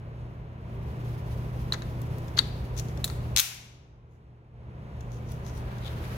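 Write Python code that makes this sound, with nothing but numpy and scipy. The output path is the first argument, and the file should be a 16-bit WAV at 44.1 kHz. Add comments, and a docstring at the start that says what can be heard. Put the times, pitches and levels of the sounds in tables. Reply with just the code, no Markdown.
"""Toggle-lock pistol in an indoor range

Close by, the magazine is pushed home, the toggle is drawn back and let go, and the breech slams shut in a quick
chatter. Each steel contact rings the pistol's parts and echoes in the range. Gloves rub on the grip and sleeves
brush as the arms come up. Ventilation drones and hums; the whole background level dips for a second after the
slam and swells back."""
import sys
import numpy as np
from scipy import signal
from scipy.fft import rfft, irfft, next_fast_len
from scipy.io import wavfile

SR = 44100
rng = np.random.default_rng(int(sys.argv[2]) if len(sys.argv) > 2 else 0)


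def generate_wav(sig):
    """Save sig (samples, or channels by samples) to the path in sys.argv[1] as 16-bit PCM at SR."""
    pcm = np.round(np.clip(np.atleast_2d(sig).T, -1, 1) * 32767).astype(np.int16)
    wavfile.write(sys.argv[1], SR, pcm)


N = 272085
TIME = np.arange(N) / SR


def from_db(db):
    return 10 ** (np.asarray(db) / 20)


def unit_rms(x):
    return x / np.sqrt(np.mean(x ** 2) + 1e-20)


def at_hz(points, hz):
    """Read a table on a log-frequency axis."""
    f, value = np.transpose(points)
    return np.interp(np.log(hz + 1e-3), np.log(f), value)


def ramp(start_s, rise_s):
    return np.clip((TIME - start_s) / rise_s, 0, 1)


def drift(rate_hz):
    """Random curve through rate_hz knots a second; rms 1."""
    knots = rng.standard_normal(int(N / SR * rate_hz) + 2)
    return unit_rms(np.interp(TIME * rate_hz, np.arange(len(knots)), knots))


def panned(left_right_db):
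    """Constant-power stereo gains."""
    return unit_rms(from_db([[left_right_db / 2], [-left_right_db / 2]]))


def low_pass(x, hz):
    return signal.sosfilt(signal.butter(4, np.clip(hz, 100, 20000), fs=SR, output="sos"), x)


def resonate(x, modes):
    """Parallel resonators of alternating sign; modes: f/Hz, width/Hz, gain/dB."""
    out = 0
    for k, (hz, width_hz, db) in enumerate(modes):
        r = np.exp(-np.pi * width_hz / SR)
        poles = [1, -2 * r * np.cos(2 * np.pi * hz / SR), r * r]
        out = out + (-1) ** k * from_db(db) * (1 - r * r) / 2 * signal.lfilter([1, 0, -1], poles, x)
    return out


def diffuse_noise(spectrum, port_delay_s=0.00053):
    """Noise from all sides: alike at both microphone ports in the bass, unrelated in the treble; rms 1."""
    size = next_fast_len(N)
    hz = np.arange(size // 2 + 1) * SR / size
    coherence = .99 * np.sinc(2 * hz * port_delay_s)
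    low_cut = 1 / (1 + (.8 * spectrum[0][0] / (hz + 1)) ** 8)
    high_cut = 1 / (1 + (.8 * hz / spectrum[-1][0]) ** 8)
    mid, side = rfft(rng.standard_normal((2, size))) * from_db(at_hz(spectrum, hz)) * low_cut * high_cut
    ports = np.sqrt(1 + coherence) * mid + np.sqrt(1 - coherence) * side * [[1], [-1]]
    return unit_rms(irfft(ports, size)[:, :N])


def background_gain(sink_s=0.063):
    """Lulls at the start and at the slam: quick drop, hold, slow recovery."""
    lulls = [(-.2, .6, -6.5, 0.23), (3.357, 4.523, -18.5, 0.61)]  # start/s, end/s, depth/dB, recovery/s
    gain = 1
    for start_s, end_s, depth_db, recovery_s in lulls:
        drop = 1 - from_db(depth_db * ramp(start_s, sink_s))
        held = np.exp(-np.maximum(TIME - end_s, 0) / recovery_s)
        gain = gain * (1 - drop * held)
    return gain


def noise_floor(level_db=-94):
    """Faint, even hiss."""
    spectrum = [(2000, 5.5), (5000, 3), (8200, -1), (16000, -4)]  # f/Hz, density/dB
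    return from_db(level_db) * diffuse_noise(spectrum)


def ventilation(rumble_db=-38, air_db=-44, waver_db=1.5, wander_rad=0.53, gust_db=3.0,
                direct_share=0.31, left_delay_s=0.0003044):
    """Wavering fan hum, duct resonances blown by gusts, rumble and rushing air; vent on the right."""
    fan_tones = [(59.3, -46.5), (71.5, -45.5), (119.5, -36.5), (150.2, -45), (339, -57.5), (388.5, -56.5),
                 (657, -63)]  # f/Hz, level/dB
    duct_modes = [(75.5, 7.7, -52), (122.4, 13, -49.5), (428.5, 20, -61), (556, 23, -63), (964, 16, -66.5)]  # f/Hz, width/Hz, level/dB
    rumble_spectrum = [(22, -28.5), (35, -10), (50, 1), (66, -5), (85, 0.5), (110, -14), (160, -8.5),
                       (210, -12.5), (280, -33)]  # f/Hz, density/dB
    air_spectrum = [(120, -20), (200, -3.5), (299, -7), (387, -9), (416, -6.5), (867, -14), (986, -13),
                    (1270, -18), (2700, -26.5), (5040, -44), (6520, -47.5), (7680, -53.5), (12600, -38),
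                    (16000, -49)]  # f/Hz, density/dB
    swell = background_gain()
    hum = ducts = 0
    for hz, db in fan_tones:
        amplitude = np.sqrt(2) * from_db(db + waver_db * drift(9))
        hum += amplitude * np.sin(2 * np.pi * hz * TIME + wander_rad * drift(6))
    turbulence = rng.standard_normal(N)
    for hz, width_hz, db in duct_modes:
        ducts += from_db(db + gust_db * drift(10)) * unit_rms(resonate(turbulence, [(hz, width_hz, 0)]))

    def rush():
        rumble = from_db(rumble_db) * diffuse_noise(rumble_spectrum)
        air = from_db(air_db) * low_pass(diffuse_noise(air_spectrum), hz=6500)
        return swell * rumble + swell ** 0.94 * air

    vent = swell * (hum + ducts) + np.sqrt(direct_share) * rush()[0]
    left = np.interp(TIME - left_delay_s, TIME, vent)
    return np.array([left, vent]) + np.sqrt(1 - direct_share) * rush()


def clothing(hiss_db=-60.5, clasp_db=-59, sleeve_db=-47.5, flutter_db=2.0):
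    """Cloth brushes softly, more as the arms come up and one glove closes round the other."""
    glove_spectrum = [(1000, -2.5), (3000, 7), (6500, 2), (8000, -4), (10500, 0.5), (12700, 2),
                      (16000, -2.5)]  # f/Hz, density/dB
    sleeve_spectrum = [(300, -11), (600, -0.5), (1200, -2), (1700, -5), (2600, -11.5), (4000, -16),
                       (7000, -33.5)]  # f/Hz, density/dB
    hiss = from_db(hiss_db) * background_gain() ** 3  # sinks 3 dB per dB of lull
    clasp = from_db(clasp_db) * ramp(start_s=5.7, rise_s=0.37)
    arms = from_db(sleeve_db) * ramp(start_s=5.144, rise_s=0.85)
    cloth = (hiss + clasp) * diffuse_noise(glove_spectrum) + arms * diffuse_noise(sleeve_spectrum)
    return cloth * from_db(flutter_db * drift(60))


def hall(x, build_s=0.0029):
    """Diffuse tail: each band's energy fills the range and drains away, sooner in the treble."""
    decay_times = [(500, 1.7), (1500, 0.81), (3500, 0.76), (6300, 0.65), (8200, 0.49), (11000, 0.46),
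                   (16000, 0.34)]  # f/Hz, T60/s
    echo_levels = [(500, 1.5), (1300, -10.5), (2200, -6.5), (2900, -10.5), (4100, -17.5), (5200, -10.5),
                   (6300, -13.5), (8500, -7.5), (12000, -8.5), (16000, -8)]  # f/Hz, level/dB
    edges_hz = np.geomspace(600, 17000, 22)
    white = rng.standard_normal((2, 2, N))  # unrelated noise for neighbouring bands
    fill = np.exp(-1 / (build_s * SR))
    out = 0
    for k, (low, high) in enumerate(zip(edges_hz, edges_hz[1:])):
        hz = np.sqrt(low * high)
        band = signal.butter(4, [low, high], "band", fs=SR, output="sos")
        drain = from_db(-120 / (at_hz(decay_times, hz) * SR))  # power falls 60 dB per T60
        power = signal.sosfilt(band, x + 1e-12 * white[0, 0]) ** 2
        stored = signal.lfilter([(1 - fill) * (1 - drain)], np.poly([fill, drain]), power)
        carrier = unit_rms(signal.sosfilt(band, white[k % 2]))
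        out += from_db(at_hz(echo_levels, hz)) * np.sqrt(np.abs(stored)) * carrier
    return out


def steel_ring(hits, width_hz=9, gain_db=-12):
    """Narrow modes of barrel and spring ring on faintly after each blow."""
    modes = [(3476, -3), (3509, -2), (3579, -2), (3695, -3), (3737, -3), (4135, -3), (4332, 0), (4470, 0),
             (4617, 0), (4968, 0), (5918, 0), (6142, 3), (6234, 3), (6398, 0), (6545, 1), (6834, 1)]  # f/Hz, gain/dB
    return from_db(gain_db) * resonate(hits + 1e-18, [(hz, width_hz, db) for hz, db in modes])


def rubs(grain_db=3.0, slip_rate_hz=500, width_hz=800, body_db=-4, pan_db=7):
    """Steel and gloves stick and slip in short strokes, each with its own resonance."""
    strokes = [(2.376, 0.0034, -30, 4200, -19), (2.789, 0.012, -38, 6200, -7.5),
               (4.139, 0.028, -79.5, 6500, -6.5), (5.142, .025, -60, 6270, -9),
               (5.31, 0.032, -57, 6070, -8), (5.48, 0.023, -55, 6100, -8), (5.57, 0.021, -56.5, 5900, -3.5),
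               (5.862, .021, -45.5, 3530, -13), (6.05, .018, -51, 2000, -12)]  # centre/s, half length/s, level/dB, resonance/Hz, treble/dB
    body_spectrum = [(1500, -3.5), (2600, -3), (3700, 1), (5000, -4.5), (6200, -8.5), (7000, -5.5),
                     (8000, -24)]  # f/Hz, density/dB
    treble_spectrum = [(5500, -19), (8000, 3), (12000, 4), (16000, -0.5)]  # f/Hz, density/dB
    body, treble = diffuse_noise(body_spectrum), diffuse_noise(treble_spectrum)
    slips = unit_rms(from_db(grain_db * drift(slip_rate_hz)))
    out = 0
    for centre_s, half_s, db, hz, treble_db in strokes:
        envelope = np.exp(-np.minimum(((TIME - centre_s) / half_s) ** 2 / 2, 20))
        squeak = unit_rms(resonate(body, [(hz, width_hz, 0)]))
        friction = (from_db(body_db) * body + squeak) / np.sqrt(2) + from_db(treble_db) * treble
        out += from_db(db) * envelope * friction
    return out * slips * panned(pan_db)


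def handling_blows(rebound_s=.0048, rebound_db=-15):
    """Steel contacts of the handling; each rebounds once, softer."""
    contacts = [(1.7221, "ring", -18, 1.5), (1.7317, "tick", -34.5, 8.5), (1.7365, "knock", -29.5, -3.5),
                (1.742, "knock", -31.5, 8.5), (1.82, "knock", -38.5, 1.5), (2.0163, "snap", -47.5, 11),
                (2.1837, "snap", -50.5, 8), (2.2815, "tick", -48.5, 8), (2.3771, "knock", -28, 7),
                (2.385, "tick", -26, 13.5), (2.3888, "ring", -12, 5), (2.3903, "ring", -9.3, 7),
                (2.766, "tick", -46, 13), (2.884, "tick", -47.5, 13), (2.9739, "tick", -45.5, 7),
                (3.0417, "ring", -21, 5.5), (3.043, "snap", -25.5, -1), (3.046, "snap", -30, 4.5),
                (3.077, "tick", -39, 2), (3.0986, "knock", -37.5, 6.5), (3.3995, "snap", -16.5, 5),
                (5.007, "tick", -50, 18), (5.319, "snap", -48, 0), (5.464, "tick", -45, 6),
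                (5.7828, "tick", -50.5, 12)]  # t/s, kind, level/dB, left-right/dB
    rebounds = [(s + rebound_s * rng.uniform(.8, 1.2), kind, db + rebound_db, pan_db)
                for s, kind, db, pan_db in contacts]
    return contacts + rebounds


def breech_slam(start_s=3.363, level_db=-16, pan_db=8, first_gap_s=0.0094, gap_ratio=0.9, count=5):
    """The breech closes in a chatter of ever faster clacks."""
    gaps_s = first_gap_s * gap_ratio ** np.arange(count)
    return [(s, "clack", level_db, pan_db) for s in start_s + np.cumsum(gaps_s) - gaps_s]


def struck_steel(blows, rise_s=.0005, grind_s=0.00054, rattle_s=0.0089, lead_s=.0003, spread=1.33):
    """Each blow is a millisecond of tiny impacts plus a faint rattle, ringing four sets of modes."""
    # modes: f/Hz, width/Hz, gain/dB
    frame = [(935, 310, -2), (1400, 230, 5.5), (1693, 470, 3.5), (2030, 300, 3), (2400, 430, -10)]
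    magazine = [(2895, 210, -16.5), (3840, 190, 1.5), (4120, 402, 1.5), (4330, 290, 3), (4540, 280, -6.5)]
    toggle = [(2650, 540, -8), (3153, 240, -5.5), (3450, 220, 0.5), (3730, 370, -5.5), (5200, 590, -5),
              (5840, 300, -5), (6280, 260, 0.5), (6520, 300, -2), (6830, 180, -1.5)]
    crack = [(7930, 900, -1.5), (9200, 830, -3), (10300, 850, 1), (11300, 1000, 2), (12300, 1100, 2),
             (14000, 1200, -1.5), (15400, 820, -0.5)]
    shares = {"knock": (0, -1, -7, -22.5), "ring": (-14, 0.5, -21.5, -24), "clack": (-16, -3, 0, -7.5),
              "snap": (-16, -11, -3, 0.5), "tick": (-5, -8.5, 0.5, -9.5)}  # by kind of blow: frame/dB, magazine/dB, toggle/dB, crack/dB
    rattles = [-22, -34.5, -21.5, -23]  # loose play: frame/dB, magazine/dB, toggle/dB, crack/dB
    out, t = np.zeros((2, N)), TIME[:2048]
    attack = 1 - np.exp(-t / rise_s)
    scale = np.sqrt(.002 * SR / len(t))  # levels are rms referred to 2 ms
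    for s, kind, blow_db, pan_db in blows:
        start = int((s - lead_s) * SR)
        levels_db = blow_db + np.array(shares[kind])
        top_hz = 18500 + 340 * (levels_db[-1] - max(levels_db))  # less crack: softer, duller contact
        for modes, db, rattle_db in zip((frame, magazine, toggle, crack), levels_db, rattles):
            force = attack * (np.exp(-t / grind_s) + from_db(rattle_db) * np.exp(-t / rattle_s))
            # each port faces a different side of the steel
            impacts = force * (rng.standard_normal(len(t)) + spread * rng.standard_normal((2, len(t))))
            ring = np.array([unit_rms(side) for side in resonate(low_pass(impacts, top_hz), modes)])
            pan = panned(pan_db * (0.26 if modes is crack else 1))
            out[:, start:start + len(t)] += from_db(db) * scale * pan * ring[:, :N - start]
    return out


def scene(tail_pan_db=3.5):
    """Close pistol and its tails, fullest at the slam, over the background."""
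    tail_send = [(2.5, -7.5), (3.36, .5)]  # t/s, gain/dB
    pistol = struck_steel(handling_blows() + breech_slam()) + rubs()
    radiated = pistol[0] * from_db(np.interp(TIME, *np.transpose(tail_send)))
    tails = hall(radiated) + steel_ring(radiated)
    return pistol + tails * panned(tail_pan_db) + ventilation() + clothing() + noise_floor()


def record(dry, cutoff_hz=16000):
    """Steep low-pass."""
    return signal.sosfilt(signal.ellip(10, .2, 80, cutoff_hz, fs=SR, output="sos"), dry)


dry = scene()
out = record(dry)
generate_wav(out)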